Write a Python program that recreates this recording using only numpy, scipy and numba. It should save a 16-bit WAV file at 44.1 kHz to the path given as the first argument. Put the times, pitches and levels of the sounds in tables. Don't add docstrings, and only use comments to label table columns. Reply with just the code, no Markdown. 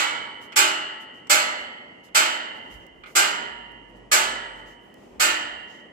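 import sys
import numpy as np
from scipy import signal
from scipy.fft import rfft, irfft, next_fast_len
from scipy.io import wavfile
from scipy.ndimage import uniform_filter1d
from numba import njit

SR = 44100
rng = np.random.default_rng(int(sys.argv[2]) if len(sys.argv) > 2 else 0)


def invert_db(x):
    u = np.asarray(x, float) / 20
    return 10 ** u


def wav_record(signal):
    frames = np.transpose(np.atleast_2d(signal))
    bounded = np.clip(frames, -1, 1)
    quanta = np.round(bounded * 32767).astype(np.int16)
    wavfile.write(sys.argv[1], SR, quanta)


N = 261072

LEAD = 256
SCATTER = 0.13
# pitch_hz, level_db
PASSED_RANGE = [(110, -40), (320, 0), (16350, 0), (16650, -60)]


def curve(table, hz):
    table = np.array(table)
    return np.interp(np.log(np.maximum(hz, 1)), np.log(table[:, 0]), table[:, 1])


def colour(x, table):
    size = 2 * next_fast_len(x.shape[-1] // 2 + 1024)
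    hz = np.arange(size // 2 + 1) * SR / size
    return irfft(rfft(x, size) * invert_db(curve(table, hz)), size)[..., :x.shape[-1]]


def unit(x):
    return x / np.sqrt(np.mean(x ** 2))


@njit
def ring(hz, gain, t60, size):
    p = np.exp(2j * np.pi * hz / SR - np.log(1000) / (t60 * SR))
    out = np.zeros(size)
    for k in range(len(hz)):
        z = gain[k] + 0j
        for i in range(min(size, int(1.3 * t60[k] * SR))):
            out[i] += z.imag
            z *= p[k]
    return out


def lines(modes, size, tubes=3):
    hz, db, t60 = np.repeat(np.array(modes, float).T, tubes, axis=1)
    is_extra_tube = np.arange(len(hz)) % tubes > 0
    detune = 0.004 * rng.standard_normal(len(hz)) * is_extra_tube
    return ring(hz * (1 + detune), invert_db(db - 4), np.clip(t60, 0.05, 1.8), size)


def add(out, s, sound):
    at = int(s * SR)
    sound = sound[:, max(-at, 0):N - at]
    out[:, max(at, 0):max(at, 0) + sound.shape[1]] += sound


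def frame(size, count=3600):
    # pitch_hz, level_db per Hz
    cloud_level = [(200, -17), (638, -9.5), (3540, -6), (5500, -9), (8150, -5), (8350, -15), (14100, -16),
                   (16000, -35.5)]
    # pitch_hz, t60_s
    cloud_t60 = [(200, 3.8), (500, 1.47), (1200, 0.9), (2000, 1.11), (2600, 0.67), (3300, 0.75),
                 (5000, 0.52), (15000, 0.26)]
    # pitch_hz, width_hz, level_db
    crowds = [(1364, 250, 6.5), (7390, 560, 4)]
    chance = rng.standard_normal((count, 2)).T
    hz = 170 + 16300 * rng.random(count) ** 1.5
    damped = rng.random(count) < 0.5
    t60 = curve(cloud_t60, hz) * np.exp(SCATTER * chance[0]) * np.where(damped, 0.53, 1)
    db = curve(cloud_level, hz) + 11 - 2.5 * damped
    for at, width, crowd_db in crowds:
        db = db + crowd_db * np.exp(-((hz - at) / width) ** 2)
    crowding = (hz / 3000) ** 0.08
    gain = invert_db(db) * crowding * np.tanh(2 * chance[1]) / np.sqrt(count * t60)
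    return ring(hz, gain, t60, size)


def rails(size, count=24):
    # pitch_hz, width_hz, level_db, t60_s
    rod_bands = [(330, 80, -19, 1.7), (900, 90, -16, 1.5), (1350, 120, -12, 1.2), (1450, 100, -4, .4),
                 (2620, 90, -17, .9), (4200, 120, -14, .7), (1750, 90, -14, 1.3), (1980, 90, -14, 1.4),
                 (2830, 60, -19, 1.2), (3040, 70, -8, 1.3), (4580, 90, -17, .78), (6200, 300, -17, .55),
                 (7780, 170, -14, .66)]
    hz, width, db, t60 = np.repeat(np.array(rod_bands, float).T, count, axis=1)
    chance = rng.standard_normal((3, len(hz)))
    gain = invert_db(db) * chance[1] / np.sqrt(count)
    t60 = np.clip(t60, 0.1, 1.8) * np.exp(SCATTER * chance[2])
    return ring(hz + width * chance[0], gain, t60, size)


def steel_bodies(size):
    # pitch_hz, level_db, t60_s
    posts = [(190, -16, 1.2), (240, -19, 1.6), (306, -17, 1.8), (350, -22, 1.3), (390, -21, 1.1),
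             (484, -22, 1.0), (592, -21, 1.5), (631, -19, 1.1), (819, -19, .9), (884, -17, 1.2),
             (1420, -7, .5), (1568, -9, .45), (1728, -9, .55)]
    # pitch_hz, level_db, t60_s
    cage_bars = [(2103, -2, .55), (2151, -7, .55), (2253, -4, .5), (2376, -7, .4), (2522, -3, .45),
                 (2776, -12, .8), (2860, -10, .7), (3105, -12, .8), (3368, -12, .45)]
    railing_db, cage_db = -6.5, -12
    bodies = np.array([frame(size) + invert_db(railing_db) * rails(size) for _ in range(3)])
    return bodies + invert_db(railing_db) * lines(posts, size) + invert_db(cage_db) * lines(cage_bars, size)


def blow(bodies, own, db, low_db, bright_db, spread):
    walls_db, walls_t60_s = -13.5, 0.23
    port_lag = 18
    alike = 0.62
    t = np.arange(32768) / SR
    quick, slow, echo = rng.standard_normal((3, 3, len(t)))
    quick = quick * (1 - np.exp(-t / (0.04 * spread))) * np.exp(-(t / (0.72 * spread)) ** 1.73)
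    slow = colour(slow, [(2800, -2.0), (4000, -19.5)]) * invert_db(-3)
    slow = slow * (1 - np.exp(-t / (0.72 * spread))) * np.exp(-(t / (1.78 * spread)) ** 4.6)
    echo = colour(echo, [(3000, 3.5), (4500, -8.5), (8000, -16.5), (10000, -21.5)])
    echo = echo * (1 - np.exp(-t / 0.01)) * invert_db(walls_db - 60 * t / walls_t60_s)
    push = (quick + slow + echo) / np.sqrt(spread * SR)
    heard = signal.fftconvolve(push, bodies, axes=1)
    heard[:, :len(own)] += [np.roll(own, lag) for lag in rng.integers(0, 200, 3)]
    shared, left, right = heard
    near = np.array([np.roll(shared, port_lag), shared])
    apart = colour(np.array([left, right]), [(200, -14), (800, 0)])
    sound = alike * near + np.sqrt(1 - alike ** 2) * apart
    tone = [(300, low_db - 5), (600, low_db), (1200, 0.0028), (3500, 0.012), (6000, bright_db)]
    return colour(np.pad(sound, ((0, 0), (LEAD, 0)))[:, :2 ** 16], tone) * invert_db(db + 5.0)


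def latch_clanks(out, bodies):
    # start_s, peak_db, low_db, bright_db, spread_s
    latch_blows = [(-0.092, -12.5, -2, 0.027, 0.038),
                   (0.564, -13, -3, 1, 0.044),
        (1.301, -14, 0.5, 2, 0.039),
        (2.1513, -13.5, -0.5, -0.5, 0.037),
        (3.1566, -14.5, 1, 1, 0.044),
        (4.119, -13.5, -0.5, 1, 0.041),
        (5.2013, -15.5, 1, 0.5, 0.054),
    ]
    # pitch_hz, level_db, t60_s
    arms = [
        [(1916, -16, 0.93), (2110, 0, 0.3), (2261, -11, 0.58), (2772, -14, 0.75), (2859, -8, 0.53)],
        [(1550, -1, 0.35), (2148, -2, 0.38), (2406, -3, 0.38), (2519, 0, 0.33), (2907, -14, 1.6)],
        [(1378, -8, 0.65), (2153, -7, 1.5), (2256, 0, 0.47), (2654, -4, 0.44), (3074, -9, 1.1)],
        [(1421, 0, 0.39), (2250, -5, 0.68), (2525, -8, 0.58), (2821, -8, 0.6), (3025, -6, 0.45)],
        [(1432, -13, 0.81), (2105, 0, 0.26), (2519, -12, 0.68), (2859, -14, 1.7), (3015, -14, 1.2)],
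        [(1416, -12, 0.94), (1728, -11, 0.93), (2121, 0, 0.27), (2492, -8, 0.46), (2778, -16, 1.1)],
        [(1340, 0, 0.57), (1798, -2, 0.71), (2363, -2, 0.47), (2514, -1, 0.55), (2815, -4, 0.86)],
    ]
    arm_levels = [-5.5, -5, -4, -6.5, -8, -6, -5.5]
    # pitch_hz, level_db, t60_s
    thin_rods = [(943, -19, 1.9), (1314, -16, 1.3), (1744, -17, 1.4), (1917, -11, 1.5), (1997, -17, 1.5),
                 (2095, -18, 1.2), (2816, -14, 1.7), (2910, -12, 1.1), (2981, -16, 1.4), (3016, -12, 1.2),
                 (3038, -14, 1.1), (3085, -16, 1.1), (4250, -22, .65), (4580, -18, .7)]
    # pitch_hz, level_db, t60_s
    freed_rods = [
        [(1916, -7, 0.99), (1992, -10, 2.2), (2153, -1, 0.37), (2266, 0, 0.37), (3058, -4, 0.96)],
        [(1653, -8, 1.1), (1916, -11, 4.6), (2724, -5, 0.78), (2907, 0, 0.54), (3015, -13, 5.0)],
        [(883, -11, 1.1), (1943, -22, 5.0), (2153, 0, 0.88), (2815, -23, 5.0), (3068, -3, 0.54)],
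        [(1314, -9, 1.3), (1916, 0, 0.69), (2632, -17, 0.9), (2821, -8, 1.2), (3020, -12, 0.92)],
        [(1916, -3, 1.1), (2110, -4, 0.65), (2525, -7, 0.57), (2859, -4, 0.8), (3015, 0, 0.91)],
        [(1916, -4, 1.1), (2008, -7, 1.3), (2094, -13, 1.3), (2859, -13, 1.2), (3031, 0, 0.62)],
        [(894, -9, 0.99), (1744, -5, 0.92), (1916, 0, 0.97), (2815, -3, 1.4), (2912, -7, 0.96)],
    ]
    freed_levels = [-30, -26.5, -30.5, -36, -32, -32, -25.5]
    freed_at_s = 0.3
    rods_db, rods_luck_db = -9.5, 1.5
    arm_bloom_s, rods_bloom_s = 0.032, 0.13
    size = bodies.shape[1]
    t = np.arange(size) / SR
    positions = zip(latch_blows, arms, arm_levels, freed_rods, freed_levels)
    for (s, *how), arm, arm_db, freed, freed_db in positions:
        luck = np.outer(rng.standard_normal(len(thin_rods)), [0, rods_luck_db, 0])
        rods = np.array(thin_rods) + luck
        freed = [(hz, db + freed_db + 60 * freed_at_s / np.clip(t60, 0.85, 1.8), max(t60, 0.85))
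                 for hz, db, t60 in freed]
        arm_ring = invert_db(arm_db) * lines(arm, size, 1.8) * (1 - np.exp(-t / arm_bloom_s))
        rod_ring = invert_db(rods_db) * lines(rods, size, 2) + lines(freed, size, 1.8)
        own = arm_ring + rod_ring * (1 - np.exp(-t / rods_bloom_s)) ** 2
        add(out, s - LEAD / SR - 0.0055, blow(bodies, own, *how))


def pawl_touches(out, bodies):
    # start_s, peak_db, low_db, bright_db, spread_s
    touches = [
        (0.5203, -33.5, -9.5, -11, 0.02),
        (1.269, -49.5, -14.5, 2, .008),
        (2.085, -53, -0.5, -12.5, 0.0088),
        (3.035, -36, -8.5, -22.5, 0.013),
        (3.056, -35.5, -4, -20, 0.032),
    ]
    choked_t60_s = 0.033
    size = bodies.shape[1]
    t = np.arange(size) / SR
    choked = bodies * invert_db(-60 * t / choked_t60_s)
    choked = colour(choked, [(1500, 0.5), (2200, 1), (8000, -3.0), (11000, -8.5)])
    for s, *how in touches:
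        add(out, s - LEAD / SR, blow(choked, np.zeros(size), *how))


def turnstile():
    # pitch_hz, level_db
    side_balance = [(300, -2), (1000, -2.5), (2500, -4.5), (5500, -5), (7000, -1.3)]
    out = np.zeros((2, N))
    bodies = steel_bodies(int(1.4 * SR))
    latch_clanks(out, bodies)
    pawl_touches(out, bodies)
    ports = [colour(out[k], [(hz, db * (0.5 - k)) for hz, db in side_balance]) for k in range(2)]
    return colour(np.array(ports), PASSED_RANGE)


def slow_drift():
    return unit(uniform_filter1d(rng.standard_normal(N), SR // 5))


def traffic(wander):
    # pitch_hz, level_db per Hz
    hum_tone = [(41, -42), (70, -13), (250, 0.5), (500, -4), (900, -11), (1500, -22.5), (3100, -22.5),
                (3600, -35.5), (7400, -38), (16000, -61)]
    mid, side = rng.standard_normal((2, N))
    side = colour(side, [(130, -15), (250, -7), (500, -2)])
    hum = unit(colour(np.array([mid + side, mid - side]), hum_tone))
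    return invert_db(-51.5 + 1.5 * wander) * hum


def wind():
    # middle_s, half_length_s, level_db
    gusts = [(0.0, 0.071, -63), (.22, .1, -69), (1.5, .15, -76), (2.26, 0.11, -73), (2.77, 0.052, -51),
             (3.0, 0.083, -61.5), (3.45, 0.14, -66), (5.298, .2, -58.5), (5.549, 0.079, -63)]
    calm_db = -73
    t = np.arange(N) / SR
    gust, leak = rng.standard_normal((2, N))
    ports = np.array([0.55 * gust + 0.24 * leak, gust - 0.2 * leak])
    rumble = unit(colour(ports, [(25, -27.5), (40, 21.5), (58, 20.5), (90, 13.5), (130, 7), (170, -30.5)]))
    puffs = invert_db(calm_db) + sum(invert_db(db) * np.exp(-((t - s) / half) ** 2) for s, half, db in gusts)
    return rumble * puffs


def rustle():
    # start_s, length_s, level_db, brightness_db
    rubs = [(0.406, 0.1, -57, 1), (0.998, 0.078, -59, 0), (1.133, 0.12, -68, -2.5), (1.575, 0.14, -60, -2),
            (2.032, 0.087, -60, 0), (2.293, 0.15, -56, 11), (2.543, .09, -65, 0), (2.593, 0.28, -72, -1),
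            (2.696, 0.13, -59.5, 1), (2.79, 0.12, -69, -5), (3.056, 0.15, -59.5, 1), (3.88, .07, -75.5, 3),
            (3.95, 0.074, -71, 0.5), (4.55, 0.13, -65, -3), (4.65, 0.16, -61.5, -4), (4.782, 0.27, -74, 4),
            (4.939, 0.36, -68, -2), (5.669, 0.24, -61, -9.5)]
    out = np.zeros((2, N))
    for s, length, db, bright_db in rubs:
        size = 2 * int(length * SR / 2)
        grain = rng.standard_normal((2, 16384)) * invert_db(2 * rng.exponential(size=16384))
        tone = [(800, -20.5), (3000, 3.0), (7000, 5.5),
                (9000, bright_db - 1.5), (15500, bright_db - 2.5), (15900, -41.5)]
        grain = unit(colour(grain, tone))
        swell = np.sin(np.pi * np.sqrt(np.linspace(0, 1, size))) ** 2
        add(out, s, invert_db(db) * grain[:, :size] * swell)
    return out


def ticks():
    # start_s, peak_db, left_minus_right_db
    snaps = [
        (2.8674, -53, -22),
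        (2.9914, -69, -6),
        (3.7201, -59.5, -13),
        (4.6806, -59.5, -7),
        (4.9427, -50, -15),
    ]
    out, t = np.zeros((2, N)), np.arange(1024) / SR
    for s, db, pan_db in snaps:
        snap = colour(rng.standard_normal(1024), [(2000, -17), (5000, -0.5), (11000, -3)])
        snap = snap * np.exp(-t / 0.0016)
        add(out, s - 0.001, snap[None] * invert_db(db + np.array([[pan_db], [-pan_db]]) / 2))
    return out


def far_engine(wander):
    # start_s, end_s
    start_s, end_s = (3.55, 4.8)
    pitch_hz, fade_s = 45.5, 0.08
    t = np.arange(N) / SR
    load = (np.tanh((t - start_s) / fade_s) - np.tanh((t - end_s) / fade_s)) / 2
    turn = 2 * np.pi * np.cumsum(pitch_hz * (1 + 0.033 * slow_drift())) / SR
    tone = np.sin(turn) + invert_db(-5.5) * np.sin(2.5 * turn)
    return tone * load * invert_db(-55 + 1.5 * wander) * np.array([[0.8], [1.2]])


def scene():
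    wander = slow_drift()
    return turnstile() + traffic(wander) + wind() + rustle() + ticks() + far_engine(wander)


def low_pass(x):
    return signal.sosfilt(signal.butter(12, 16510, fs=SR, output="sos"), x)


def record(dry):
    over = np.maximum(np.abs(dry) - 0.7, 0)
    held = dry - np.sign(dry) * (over - 0.3 * np.tanh(over / 0.3))
    mix = colour(held, PASSED_RANGE[2:])
    return low_pass(mix)


dry = scene()
out = record(dry)
wav_record(out)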